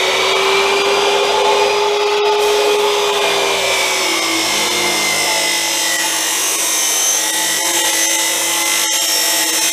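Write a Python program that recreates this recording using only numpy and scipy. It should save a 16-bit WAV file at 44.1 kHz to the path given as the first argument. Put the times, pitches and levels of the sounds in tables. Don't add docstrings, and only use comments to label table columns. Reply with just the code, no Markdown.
import sys
import numpy as np
from scipy import signal
from scipy.fft import rfft, irfft, next_fast_len
from scipy.io import wavfile
from scipy.ndimage import uniform_filter1d

SR = 44100
rng = np.random.default_rng(int(sys.argv[2]) if len(sys.argv) > 2 else 0)


def store_pcm(level_fs):
    pcm = np.round(np.clip(level_fs, -1, 1) * 32767).astype(np.int16)
    wavfile.write(sys.argv[1], SR, np.atleast_2d(pcm).T)


def to_linear_factor(level_db):
    exponent = np.asarray(level_db, float) / 20
    return 10 ** exponent


N = 428652
TIME = np.arange(N) / SR
FRAME_S = np.arange(int(np.ceil(N / 512)) + 1) * 512 / SR
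BIN_HZ = np.fft.rfftfreq(2048, 1 / SR)
GEAR = 6 / 40
TOUCH_S = 2.41


def evened(x):
    return x / np.sqrt(np.mean(x ** 2) + 1e-20)


def curve(rows, column, t=TIME):
    rows = np.transpose(rows)
    return np.interp(t, rows[0], rows[column])


def peak(hz, centre_hz, width_hz):
    return 1 / (1 + (2 * (hz - centre_hz) / width_hz) ** 2)


def colour(points, modes):
    point_hz, point_db = np.transpose(points)
    smooth_db = np.interp(np.log(BIN_HZ + 1), np.log(point_hz + 1), point_db)
    lift = 1 + sum((to_linear_factor(2 * db) - 1) * peak(BIN_HZ, hz, width) for hz, width, db in modes)
    return evened(to_linear_factor(smooth_db) * np.sqrt(lift))[:, None]


def drift(shape, across, along):
    field = rng.standard_normal(shape[::-1]).T
    field = uniform_filter1d(field, int(across), axis=0)
    return evened(uniform_filter1d(field, int(along), axis=1))


def to_bins(x):
    return signal.stft(x, SR, nperseg=2048, noverlap=1536)[2]


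def from_bins(bins):
    return signal.istft(bins, SR, nperseg=2048, noverlap=1536)[1][:N]


def shaped(x, gain, patchy_db):
    bins = to_bins(x)
    patches = to_linear_factor(patchy_db * drift(bins.shape, 8.3, 40))
    return from_bins(bins * gain * patches)


def tones(turns, orders, waver_db):
    wavers = drift((len(orders), len(FRAME_S)), 1, 8)
    out = np.zeros(N)
    for (multiple, db), waver in zip(orders, wavers):
        level = to_linear_factor(db + waver_db * np.interp(TIME, FRAME_S, waver))
        out += level * np.sqrt(2) * np.sin(2 * np.pi * multiple * turns)
    return out


def resonate(x, hz, width):
    b, a = signal.iirpeak(hz, hz / width, SR)
    once = signal.lfilter(b, a, x)
    return evened(signal.lfilter(b, a, once))


# time_s, share_kept (0-1)
REPEAT = [
    (0, .2),
    (2.4, .2),
    (3, .86),
    (6.2, .88),
    (6.5, .93),
    (7.15, .93),
    (7.4, .88),
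    (9.72, .9),
]


def rim(turns, line_db, band_db):
    size = 768
    count = next_fast_len(int(turns[-1]) + 2)
    kept = curve(REPEAT, 1, np.interp(np.arange(count), turns, TIME))
    rows = rng.standard_normal((count, size))
    for k in range(1, count):
        rows[k] = kept[k] * rows[k - 1] + np.sqrt(1 - kept[k] ** 2) * rows[k]
    spectrum = rfft(rows.ravel())
    chance = rng.standard_normal((2, size))
    order_db = line_db * chance[0] + band_db * evened(uniform_filter1d(chance[1], size=5))
    order = np.arange(len(spectrum)) / count
    spectrum *= to_linear_factor(order_db[np.round(order).astype(int)]) * (order < 340)
    fine = irfft(spectrum, 4 * size * count)
    return evened(np.interp(turns * 4 * size, np.arange(len(fine)), fine))


# time_s, shaft_hz
SHAFT_SPEED = [(0, 376), (.3, 385), (.61, 394.4), (.9, 401), (1.22, 405.5), (1.83, 411.4), (2.44, 415.8),
               (2.75, 414.5), (3.1, 409.5), (3.5, 396), (3.9, 379.2), (4.1, 371.8), (4.5, 361.3),
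               (4.9, 351.2), (5.3, 340.9), (5.7, 332.8), (6.1, 324.1), (6.3, 319.9), (6.5, 317.6),
               (6.7, 316.8), (6.82, 315.6), (7.14, 315.6), (7.3, 320.4), (7.5, 323.7), (8.1, 331.1),
               (8.5, 335.1), (8.7, 334), (8.9, 330.2), (9.1, 324.6), (9.3, 320.6), (9.5, 320), (9.72, 323)]
# time_s, shaft_hum_db, housing_roar_db, gear_whine_db, base_ring_db
MOTOR_LEVELS = [(0.0, -22.5, -19.2, -19, -28.4), (0.27, -20, -17.5, -22.5, -33),
                (0.54, -14.5, -17.5, -22, -26), (0.81, -13.5, -19, -21.5, -30.0),
                (1.08, -14.5, -18.5, -25.5, -23), (1.35, -16, -18.5, -31, -22),
                (1.62, -13.5, -18, -24.5, -15.5), (1.89, -14.5, -20, -31, -23), (2.16, -12, -18, -29, -23),
                (2.43, -13, -20, -27.8, -19), (2.7, -12, -19.5, -29, -24), (2.97, -15, -20, -37, -24),
                (3.24, -17.5, -18.5, -20.5, -30), (3.51, -20.5, -20, -26.5, -38),
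                (3.78, -28, -20.5, -21.5, -38), (4.05, -27, -22.2, -25, -29),
                (4.32, -33, -22.5, -24.5, -41), (4.59, -32, -20.5, -23.5, -22),
                (4.86, -23, -22, -25, -30.8), (5.13, -35, -22.5, -23, -33), (5.4, -32, -26.5, -24, -26.3),
                (5.67, -30, -30, -37, -33), (5.94, -31.5, -26.2, -23.5, -25), (6.21, -32, -27, -26, -30),
                (6.48, -41, -26.5, -34, -43), (6.75, -36, -27, -33, -40), (7.02, -42, -26.5, -51, -44),
                (7.29, -32.5, -26.5, -30, -28), (7.56, -33, -28, -27, -26.5),
                (7.83, -30.5, -30, -24.2, -25), (8.1, -29, -31.5, -25.5, -26.5),
                (8.37, -31, -28.0, -29, -26), (8.64, -28.5, -30, -42, -37), (8.91, -34.5, -29, -27, -27.5),
                (9.18, -36, -29.5, -32, -31), (9.45, -28, -26.5, -23.5, -23),
                (9.72, -35.3, -27.5, -29, -35)]
# multiple_of_shaft, level_db (over the hum)
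HUM_ORDERS = [(1, -3), (2, -15.5), (3, -19.5)]
# multiple_of_shaft, level_db (over the whine)
TOOTH_ORDERS = [(6, -3)]
# multiple_of_shaft, level_db (over the roar)
BLADE_ORDERS = [(12, -21)]
# pitch_hz, level_db (per Hz)
AIR_NOISE = [(18, -71), (30, -56.5), (350, -16.5), (399, -14.5), (455, -9.5), (532, -12), (606, -16.5),
             (852, -9.5), (1080, -10.5), (1550, -20), (3590, -21.5), (4310, -26.5), (6210, -28),
             (10700, -51), (15500, -88)]
# pitch_hz, width_hz, lift_db
HOUSING_RINGS = [(547, 17.4, 12), (678.6, 16, 12), (1042, 79, 3), (3470, 670, 9.5), (5900, 58, 8.5),
                 (10400, 200, 13)]


def motor(shaft, wheel):
    hum = to_linear_factor(curve(MOTOR_LEVELS, 1) - 0.5) * tones(shaft, HUM_ORDERS, waver_db=-1.1)
    gears = rim(wheel, line_db=2.5, band_db=.3)
    rattle = 0.51 * gears + 0.75 * rng.standard_normal(N)
    air = shaped(rattle, colour(AIR_NOISE, HOUSING_RINGS), patchy_db=2.5)
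    air = air + tones(shaft, BLADE_ORDERS, waver_db=4.6)
    base = to_linear_factor(curve(MOTOR_LEVELS, 4) - 3.0) * resonate(rattle, hz=868, width=34)
    mesh_hz = 6 * curve(SHAFT_SPEED, 1, FRAME_S)
    hump = peak(BIN_HZ[:, None], mesh_hz, 160) + 0.21 * peak(BIN_HZ[:, None], 2 * mesh_hz, 180)
    teeth = evened(from_bins(to_bins(gears) * hump))
    whine = to_linear_factor(curve(MOTOR_LEVELS, 3) - 3) * (teeth + tones(shaft, TOOTH_ORDERS, waver_db=-1))
    return hum + to_linear_factor(curve(MOTOR_LEVELS, 2) + 1.5) * air + base + whine


def ringing(wheel, orders, modes, waver_db):
    wavers = drift((len(orders), len(FRAME_S)), 1, 14)
    out = np.zeros(N)
    for k, waver in zip(orders, wavers):
        hz = k * GEAR * curve(SHAFT_SPEED, 1, FRAME_S)
        gain = sum(to_linear_factor(db) * peak(hz, mode_hz, width) for mode_hz, width, db in modes)
        level = np.interp(TIME, FRAME_S, gain * to_linear_factor(waver_db * waver))
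        out += level * np.sin(2 * np.pi * (k * wheel + rng.random()))
    return np.sqrt(2) * out


# start_s, end_s, start_pitch_hz, end_pitch_hz, width_hz, lift_db
PASSING_RINGS = [(2.41, 3.3, 12150, 12150, 350, 6), (3.2, 5.4, 2240, 2210, 50, 6),
                 (3.6, 6.1, 5190, 5090, 130, 13), (3.2, 6.2, 8150, 8050, 150, 5),
                 (4.6, 6.1, 14000, 13000, 300, 4), (6.3, 7.7, 5820, 5780, 180, 6),
                 (6.0, 8.2, 10550, 10950, 160, 6), (6.3, 7.2, 11500, 11450, 120, 5),
                 (8.1, 8.9, 12500, 12600, 150, 5), (8.9, 9.72, 11950, 11950, 120, 6),
                 (8.8, 9.72, 5550, 5480, 180, 5), (6.4, 7.2, 8400, 8350, 200, 4),
                 (4.5, 5.1, 4200, 4150, 60, 7)]


def passing():
    power = np.ones((len(BIN_HZ), len(FRAME_S)))
    for start, end, hz_start, hz_end, width, db in PASSING_RINGS:
        fade_in, fade_out = (FRAME_S - start) / .05, (end - FRAME_S) / 0.33
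        on = np.clip(np.minimum(fade_in, fade_out), 0, 1)
        centre = np.interp(FRAME_S, [start, end], [hz_start, hz_end])
        power += on * (to_linear_factor(2 * db) - 1) * peak(BIN_HZ[:, None], centre, width)
    return np.sqrt(power)


# time_s, rough_noise_db (grinding once the wheel touches),
# brightness_db (top octave), base_shake (0-1), wobble_db, squeal_db
CUT_LEVELS = [(0.0, -27, -14, 0.75, -50, -29), (0.27, -28.5, -13, 0.75, -44.3, -35),
              (0.54, -30, -11, 0.75, -43, -30), (0.81, -30.5, -12.5, 0.75, -43, -29),
              (1.08, -30, -13, 0.75, -43, -33), (1.35, -30, -14.5, 0.75, -42, -35),
              (1.62, -30, -13, 0.75, -41, -41.0), (1.89, -38, -9, 0.75, -46, -46),
              (2.1, -39.7, -5.6, 0.75, -45, -48), (2.39, -39.7, -6, 0.75, -44, -46),
              (2.42, -28.5, -6, 0.6, -42, -42.4), (2.56, -27, -12, 0.64, -39, -42.0),
              (2.7, -31, -8.5, 0.75, -46, -36), (2.97, -29.5, -11.7, 0.2, -40, -29),
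              (3.24, -27.5, -9.5, 0.88, -42, -49), (3.51, -26.5, -12.5, 1, -41, -47),
              (3.78, -23, -11, 0.59, -44, -36.7), (4.05, -23, -11.5, 1, -49, -36.7),
              (4.32, -24, -10.5, 0.68, -48, -36.5), (4.59, -22.5, -9.5, 0.6, -43, -32.8),
              (4.86, -23, -10.1, 0.64, -41, -29), (5.13, -22.5, -8.9, 0.68, -40, -32.4),
              (5.4, -21.5, -10.5, 0.9, -43.5, -36), (5.67, -22, -10, 0.7, -45, -40),
              (5.94, -20.7, -8, 0.63, -43, -40), (6.21, -21, -8, 0.52, -53, -42),
              (6.48, -20, -7.5, 0.32, -50, -19), (6.75, -20, -6.6, 0.35, -53, -29),
              (7.02, -20.5, -7.5, 0.22, -52.6, -22), (7.29, -21, -7, 0.33, -46, -26),
              (7.56, -19.5, -8, 0.56, -39.5, -34), (7.83, -17.5, -8.5, 0.87, -42, -26),
              (8.1, -18.5, -8.5, 0.72, -49, -18.5), (8.37, -20.5, -7.5, 0.32, -44, -35),
              (8.64, -18.5, -8.5, 0.7, -47, -37), (8.91, -18, -8, 0.55, -48, -17.5),
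              (9.18, -19.5, -7, 0.53, -52, -34), (9.45, -19, -6.5, 0.36, -46, -22),
              (9.72, -17.5, -8.5, 0.43, -45, -34)]
# pitch_hz, level_db (per Hz)
GRIT_NOISE = [(530, -38), (900, -22), (1350, -11), (2020, -9), (2570, -5), (3580, -4.5), (4660, -12),
              (6270, -2), (6730, -6.5), (13000, -16), (15500, -22.5)]
# pitch_hz, width_hz, lift_db
STEEL_RINGS = [(2076, 72, 11.5), (2830, 27, 5), (3070, 110, 6.5), (3706, 43, 8), (4075, 43, 8),
               (5490, 80, 7.5), (6120, 51, 4), (7500, 55, 8.5), (8100, 180, 5.5), (9520, 60, -5),
               (11030, 49, 5.5)]
# pitch_hz, width_hz, level_db
BENCH_RINGS = [(57, 13, -9), (109.6, 9.8, -1.5), (162.4, 37, -3.5), (215, 22, 2.5)]
# pitch_hz, width_hz, level_db
BASE_RINGS = [(327.3, 18.7, -24), (477, 16, -27), (548, 76, -33.5), (681, 65, -31), (861.6, 23, -22.5)]
SQUEAL_HZ, SQUEAL_WIDTH_HZ = 6255, 60


def grinding(wheel):
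    cutting = TIME > TOUCH_S
    octaves = np.clip(np.log2((BIN_HZ + 1) / 6000), -1, 1.2)[:, None]
    brightness = to_linear_factor(octaves * (curve(CUT_LEVELS, 2, FRAME_S) + 10))
    gain = colour(GRIT_NOISE, STEEL_RINGS) * brightness * passing()
    throb = 1 + 0.068 * np.cos(2 * np.pi * wheel) + 0.027 * np.cos(4 * np.pi * wheel)
    grit = rim(wheel, line_db=1.8, band_db=.4)
    tear = throb * (grit + 0.38 * rng.standard_normal(N))
    tear = to_linear_factor(curve(CUT_LEVELS, 1) + 2.0) * shaped(evened(tear), gain, patchy_db=1.12)
    wobble = to_linear_factor(curve(CUT_LEVELS, 4)) * ringing(wheel, range(1, 5), BENCH_RINGS, waver_db=2.5)
    shake = curve(CUT_LEVELS, 3) ** 2 * cutting * ringing(wheel, range(5, 19), BASE_RINGS, waver_db=3.5)
    rough_squeal = 0.49 * resonate(grit, SQUEAL_HZ, SQUEAL_WIDTH_HZ)
    pure_squeal = ringing(wheel, [132], [(SQUEAL_HZ, SQUEAL_WIDTH_HZ, -1.5)], waver_db=-4.0)
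    squeal = to_linear_factor(curve(CUT_LEVELS, 5)) * cutting * (rough_squeal + pure_squeal)
    return tear + wobble + shake + squeal


def touch():
    hz, level_db, fade_s = 12060, -47, .4
    t = np.maximum(TIME - TOUCH_S, 0)
    rough = 1 + .6 * evened(uniform_filter1d(rng.standard_normal(N), size=150))
    return to_linear_factor(level_db - 60 * t / fade_s) * (t > 0) * rough * np.sin(2 * np.pi * hz * t)


def scene():
    shaft = np.cumsum(curve(SHAFT_SPEED, 1)) / SR
    wheel = GEAR * shaft
    saw = motor(shaft, wheel) + grinding(wheel) + touch()
    return np.array([saw, saw])


# frame (1024 samples at 48 kHz), band_limit_db (over nearby tones), frame_limit_db (over the frame)
LOST_DETAIL = [(16, 3, -40), (39, 3, -40), (57, 2, -30), (67, 3, -40), (93, 2, -30), (96, 3, -30),
               (98, 1, -30), (101, 0, -30), (103, 2, -6), (104, 3, 0), (105, 2, -6), (108, 3, -15),
               (111, 3, -20), (130, 3, -20), (146, 4, -30), (150, 4, -30), (197, 5, -30), (220, 5, -30),
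               (280, 6, -20), (308, 5, -20), (343, 6, -20), (356, 1, -20), (357, 3, -1), (358, 3, -1),
               (362, 5, -20), (366, 0, -20), (367, 5, -8), (371, 5, -20), (378, 3, -10), (379, 4, -8),
               (383, 5, -20), (405, 6, -20), (415, 3, -2), (416, 4, 4), (417, 4, 4), (418, 3, 0),
               (421, 3, -1), (422, 3, -1), (425, 5, -20), (443, 4, -10), (444, 1, -10), (446, 6, -20),
               (450, 5, -20), (455, 6, -20)]


def starved(x):
    hop = 941
    n, k = np.arange(2 * hop)[:, None] + .5, np.arange(hop) + .5
    window = np.sin(np.pi * n / (2 * hop))
    basis = window * np.cos(np.pi / hop * (n + hop / 2) * k) * np.sqrt(2 / hop)
    frame, band_db, frame_db = np.transpose(LOST_DETAIL)
    slip = 20 * np.round(frame / 100)
    at = (frame * hop + 141 - slip).astype(int)[:, None] + np.arange(2 * hop)
    padded = np.pad(x, (hop, 3 * hop))
    lines = padded[at] @ basis
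    band = np.sqrt(uniform_filter1d(lines ** 2, size=40, axis=1) + 1e-20)
    whole = np.sqrt(np.mean(lines[:, :650] ** 2, axis=1))[:, None]
    masked = band * (whole / band) ** .2
    limit = np.maximum(masked * to_linear_factor(band_db)[:, None], whole * to_linear_factor(frame_db)[:, None])
    weak = abs(lines) < limit
    np.subtract.at(padded, at, (lines * weak) @ basis.T)
    return padded[hop:hop + N]


def top_cut(x):
    return signal.sosfilt(signal.butter(12, 15740, fs=SR, output="sos"), x)


def record(dry):
    ceiling = 1.1
    limited = ceiling * np.tanh(dry[0] / ceiling)
    low_pass = signal.firwin(511, 15200, fs=SR)
    mono = starved(signal.oaconvolve(limited, low_pass, "same"))
    return top_cut(np.array([mono, mono]))


dry = scene()
out = record(dry)
store_pcm(out)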